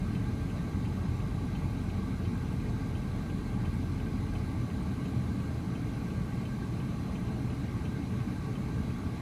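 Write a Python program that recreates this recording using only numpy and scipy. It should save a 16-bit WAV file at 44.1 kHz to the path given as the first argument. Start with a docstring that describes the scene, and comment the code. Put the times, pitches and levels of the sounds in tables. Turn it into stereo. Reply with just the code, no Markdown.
"""Inside a car cabin, heard at two microphone ports. From the start the air-conditioning blower booms, rushes and
hisses (shaped noise) and sings in its ducts (narrow-band noise), over the engine's firing tone and octave (sines).
From 0.15 s the turn-signal relay ticks steadily, each tick a cluster of decaying modes. Tiny squeaks (sine bursts)
sound near 3.74 s. At 4.42 s the engine sheds load: its tone quietens and sags in pitch. Another squeak sounds at
4.83 s, and from 5.2 s the octave fades."""
import sys
import numpy as np
from scipy import signal
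from scipy.fft import rfft, irfft, next_fast_len
from scipy.io import wavfile
from scipy.ndimage import uniform_filter1d, map_coordinates

SR = 44100
rng = np.random.default_rng(int(sys.argv[2]) if len(sys.argv) > 2 else 0)


def wav_out(sig):
    """Save sig, one row per channel (or a flat mono array), as 16-bit PCM at SR to the path in sys.argv[1]."""
    wavfile.write(sys.argv[1], SR, np.round(np.clip(np.atleast_2d(sig).T, -1, 1) * 32767).astype(np.int16))


N = 406161

# Spectrum of the cabin boom. Each row: frequency in Hz, relative density in dB per Hz.
BOOM_SPECTRUM = [(15, -45), (25, -22), (41, -14.5), (54, -5.5), (75, -4), (102, -3), (118, 1), (150, -5.5),
                 (188, -2.5), (235, -8), (272, -7), (305, -12), (335, -13.5), (389, -20.5), (436, -16.5),
                 (476, -26.5), (500, -33.5), (650, -57), (1100, -120)]
# Spectrum of the vent rush. Each row: frequency in Hz, relative density in dB per Hz.
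RUSH_SPECTRUM = [(280, -31), (480, -1), (530, -4), (580, -1), (700, -2), (832, -1), (880, -3.5),
                 (945, -9.5), (1050, -4), (1180, -5.5), (1370, -9.5), (1590, -9.5), (1770, -16.5),
                 (1850, -10.5), (2000, -10), (2180, -10.5), (2500, -14.5), (2940, -13), (3540, -16.5),
                 (4060, -19.5), (4900, -19), (5640, -19.5), (6300, -20.5), (7200, -26), (8200, -24),
                 (9500, -26), (12400, -63), (20900, -120)]
# Spectrum of the thinnest hiss. Each row: frequency in Hz, relative density in dB per Hz.
HISS_SPECTRUM = [(8000, -10.5), (10000, 0), (11700, -3.5), (13000, -2), (14000, -5.5), (14900, -18)]
# Duct resonances blown by the turbulence. Each row: frequency in Hz, width in Hz, level in dB,
# lag of the left port in radians, flutter depth in dB.
DUCT_MODES = [(434, 64, -60.5, 0.84, 1), (844, 110, -62, -1, -2), (1139, 61, -59.5, 0.084, 1),
              (1576.6, 74, -60.5, 0.66, 1.4), (2178, 254, -63.5, 0.23, 1.3), (2425, 110, -68.5, 0.5, 1),
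              (2670, 120, -71.5, .5, 1.2), (3880, 190, -70, 1.1, 2), (4105, 180, -66.5, 1.57, 0),
              (6030, 320, -79.5, -0.35, 1.2)]
# Correlation of the turbulence at the two ports. Each row: frequency in Hz, left-right likeness from 0 to 1.
PORT_LIKENESS = [(60, .993), (200, .99), (300, .94), (440, .75), (600, .4), (800, .55), (1400, .55),
                 (2000, .7), (2800, .38), (4100, .45), (5500, .5), (7200, .3), (9000, .55), (10200, .85),
                 (11900, .97), (13000, .85)]
# Phase of the turbulence between the ports; in the treble the air path turns it steadily.
# Each row: frequency in Hz, lag of the left port in radians.
PORT_LAG = [(60, .26), (200, .15), (350, .9), (550, .3), (700, -1.2), (1100, 0), (1900, 1.2), (3000, 3.1),
            (4100, 5.9), (5500, 9.4), (7100, 12), (8800, 15.7), (10200, 18.85), (11900, 22), (13300, 25.1),
            (14800, 28.3)]
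# Colour difference of the ports. Each row: frequency in Hz, left minus right in dB.
PORT_TILT = [(60, -1), (99, 2), (160, 1), (270, -0.5), (440, -1.5), (720, -2.5), (1190, -1.5), (1960, -0.5),
             (3220, 0.5), (5300, -3), (8720, -0.5), (14400, -0.5)]
# Modes of the relay and its housing. Each row: frequency in Hz, closing level in dB, opening level in dB,
# 60 dB decay time on closing in s, rise time in s, left minus right in dB, lag of the left port in radians,
# phase scatter in radians.
RELAY_MODES = [(2100, -57, -57, .06, .003, 0, .8, .8), (2390, -51.5, -54.5, .07, .004, -3.5, .6, .4),
               (2480, -57, -55, .07, .004, -3, .6, .4), (2570, -49, -46, .08, .004, 4.5, -1.3, .3),
               (2655, -49.5, -53, .08, .004, 4, 2.2, .3), (2725, -49, -51.5, .08, .004, -2, -1.9, .3),
               (2805, -50.5, -48, .08, .004, 5, 2.2, .3), (2950, -63, -50.5, .07, .004, -1, 0, .4),
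               (3085, -46, -55, .09, .006, -1, .6, 2.5), (3190, -60, -57, .06, .003, 2, -1, .8),
               (3320, -60, -54.5, .06, .003, 1, -2, .8), (3480, -58.5, -68, .06, .004, -2, 0, .8),
               (8550, -65, -74, .04, .003, 1, 2.7, .5), (9200, -65, -74, .04, .003, 1, -2, .5),
               (9580, -64, -74, .04, .003, 0, -1.2, .5)]
# Tiny squeaks, stronger on the right. Each row: centre in s, frequency in Hz, level on the right in dB,
# half length in s.
SQUEAKS = [(3.741, 8400, -51, 0.0013), (3.746, 8400, -54, 0.0013), (4.83, 8500, -55, .004)]

# Blower: boom level, its change at unloading, its swell depth; knots a second of the swell and duct flutter
BOOM_DB, BOOM_UNLOAD_DB, BOOM_SWELL_DB = -33, -0.2, .3
BOOM_SWELLS_PER_S, FLUTTERS_PER_S = 9, 24
RUSH_DB, HISS_DB = -48.5, -66.0

# Engine: firing rate under load and after unloading, and the times of the change
LOADED_HZ, UNLOADED_HZ = 43.88, 37.5
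UNLOAD_AT_S, UNLOAD_TAKES_S, SAG_TAKES_S = 4.42, 0.21, 1.8
FIRING_DB, FIRING_UNLOAD_DB, FIRING_SAG_DB = -43, -12, 1  # under load, change at unloading, change over the sag
OCTAVE_DB, OCTAVE_FADE_DB, OCTAVE_FADES_AT_S, OCTAVE_FADE_S = -43.5, -12, 5.2, 1  # holds, then fades
ENGINE_LAG_RAD = .26  # left behind right

# Relay: it closes first and opens one blink later
FIRST_TICK_S, BLINK_S = .1487, .350102
GATHER_S = .0035  # the modes swing together this long after the first touch
SETTLES_S, SETTLE_DB_PER_S = .017, 600  # the armature comes to rest and damps the ring
OPENS_EARLY_S, OPEN_RING_SHARE = .001, .65  # opening comes ahead of the beat and rings for a shorter time

TOP_HZ = 14955  # band limit


def amp(db):
    """The decibel law: amplitude gain of a level in dB."""
    return 10 ** (np.asarray(db) / 20)


def unit(x):
    """Normalisation by mean power: x at rms 1."""
    return x / np.sqrt(np.mean(x ** 2) + 1e-20)


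def along(points, hz):
    """Interpolation of (Hz, value) points on a logarithmic frequency axis."""
    f, v = np.transpose(points)
    return np.interp(np.log(hz + 1), np.log(f + 1), v)


def wobble(rate):
    """Slow random modulation: a smooth curve through random knots, rate of them a second."""
    knots = rng.standard_normal(int(N * rate / SR) + 4)
    return map_coordinates(knots, [np.arange(N) * rate / SR])


def ramp(start_s, length_s):
    """Raised-cosine transition: 0 before the start, rising smoothly to 1."""
    u = np.clip((np.arange(N) / SR - start_s) / length_s, 0, 1)
    return (1 - np.cos(np.pi * u)) / 2


def filtered(x, response):
    """Linear filtering: the spectrum of x times a complex response of frequency."""
    m = next_fast_len(N + SR // 2)
    return irfft(rfft(x, m) * response(np.fft.rfftfreq(m, 1 / SR)), m)[..., :N]


def port_phases(lag):
    """Phase difference: half the lag goes to each port, the left one behind."""
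    return np.exp(.5j * lag * np.array([[-1], [1]]))


def blower():
    """Broadband flow noise: low boom, vent rush and thin hiss; the boom eases a little at unloading."""
    boom_db = BOOM_DB + BOOM_UNLOAD_DB * ramp(UNLOAD_AT_S, UNLOAD_TAKES_S)
    boom_db += BOOM_SWELL_DB * wobble(BOOM_SWELLS_PER_S)
    boom = amp(boom_db) * turbulence(BOOM_SPECTRUM, patchy_db=0.13)
    rush = amp(RUSH_DB + 0.083 * wobble(9)) * turbulence(RUSH_SPECTRUM, patchy_db=1.65)
    hiss = amp(HISS_DB) * turbulence(HISS_SPECTRUM, patchy_db=1.5)
    return boom + rush + hiss


def turbulence(spectrum, patchy_db):
    """Partial coherence: patchy stereo noise of rms 1, partly alike at the ports and shifted in phase."""
    z = signal.stft(rng.standard_normal((2, N)), nperseg=512)[2]
    field = rng.standard_normal(z.shape[1:])
    field = uniform_filter1d(field, 3, axis=0)  # smooth over frequency
    field = uniform_filter1d(field, 8, axis=1)  # smooth over time
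    pair = signal.istft(z * amp(patchy_db * unit(field)), nperseg=512)[1][:, :N]

    def mid_side(hz):
        # Mid and side powers cos^2 and sin^2 leave a left-right correlation of cos(2 * angle)
        angle = np.arccos(np.clip(along(PORT_LIKENESS, hz), -1, 1)) / 2
        return amp(along(spectrum, hz)) * [np.cos(angle), np.sin(angle)]

    mid, side = filtered(pair, mid_side)
    left_right = np.array([mid + side, mid - side])
    return unit(filtered(left_right, lambda hz: port_phases(along(PORT_LAG, hz))))


def ducts():
    """Resonance: each duct narrows noise to a fuzzy tone; the ports share it but for a phase lag."""
    out = np.zeros((2, N))
    for mode_hz, width_hz, db, lag, flutter_db in DUCT_MODES:
        def response(hz):
            damping = 1j * hz * width_hz
            peak = damping / (mode_hz * mode_hz - hz * hz + damping)
            return peak ** 2 * port_phases(lag)  # squared for steep flanks

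        level = amp(db + flutter_db * wobble(FLUTTERS_PER_S))
        out += level * unit(filtered(rng.standard_normal(N), response))
    return out


def engine():
    """Periodic forcing: the firing tone and its octave shake the body, a little unsteadily."""
    sag = ramp(UNLOAD_AT_S, SAG_TAKES_S)
    hz = LOADED_HZ + (UNLOADED_HZ - LOADED_HZ) * sag
    phase = 2 * np.pi * np.cumsum(hz * (1 + 0.0016 * wobble(3.11))) / SR
    lag = ENGINE_LAG_RAD / 2 * np.array([[-1], [1]])

    firing_db = FIRING_DB + FIRING_UNLOAD_DB * ramp(UNLOAD_AT_S, UNLOAD_TAKES_S) + FIRING_SAG_DB * sag
    octave_db = OCTAVE_DB + OCTAVE_FADE_DB * ramp(OCTAVE_FADES_AT_S, OCTAVE_FADE_S)
    firing = amp(firing_db + 0.49 * wobble(4)) * np.sin(phase + lag)
    octave = amp(octave_db + 2.4 * wobble(9)) * np.sin(2 * phase + lag)
    return np.sqrt(2) * (firing + octave)  # the levels are rms


def relay():
    """Modal excitation: closing and opening ring the same modes at different, slightly varying strengths."""
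    out = np.zeros((2, N + SR))
    t = np.arange(SR // 10) / SR
    hz, close_db, open_db, t60, rise_s, pan_db, lag, scatter = np.transpose(RELAY_MODES)[:, :, None]
    port = np.array([.5, -.5])[:, None, None]  # left, right
    rise = 1 - np.exp(-t / rise_s)  # the dashboard and the cabin echoes soften the attack
    settle_db = SETTLE_DB_PER_S * np.maximum(t - SETTLES_S, 0)
    for k, tick_s in enumerate(np.arange(FIRST_TICK_S, N / SR, BLINK_S)):
        opens = k % 2
        size, shift = rng.standard_normal((2, len(RELAY_MODES), 1))
        fade_db = 60 * t / (t60 * OPEN_RING_SHARE ** opens) + settle_db
        strike_db = (close_db, open_db)[opens] + 1.1 * size + port * pan_db
        level = amp(strike_db - fade_db) * rise
        ring = np.sin(2 * np.pi * hz * (t - GATHER_S) + scatter * shift + (.5 - port) * lag)
        start = round((tick_s - opens * OPENS_EARLY_S) * SR)
        out[:, start:start + len(t)] += np.sum(level * ring, axis=1)
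    return out[:, :N]


def squeaks():
    """Gaussian tone bursts: very short high squeaks, weaker on the left."""
    t = np.arange(N) / SR
    mono = np.zeros(N)
    for centre_s, hz, db, half_s in SQUEAKS:
        envelope = np.exp(-((t - centre_s) / half_s) ** 2)
        mono += amp(db) * envelope * np.sin(2 * np.pi * hz * t)
    return mono * amp([[-9], [0]])  # left, right


def scene():
    """Superposition: the pressures of all the sources add."""
    return blower() + ducts() + engine() + relay() + squeaks()


def record(dry):
    """Frequency response: the two ports differ a little in colour and pass nothing above the band limit."""
    def response(hz):
        half_tilt_db = along(PORT_TILT, hz) / 2
        return amp(half_tilt_db * [[1], [-1]]) * (hz < TOP_HZ)

    return filtered(dry, response)


dry = scene()
out = record(dry)
wav_out(out)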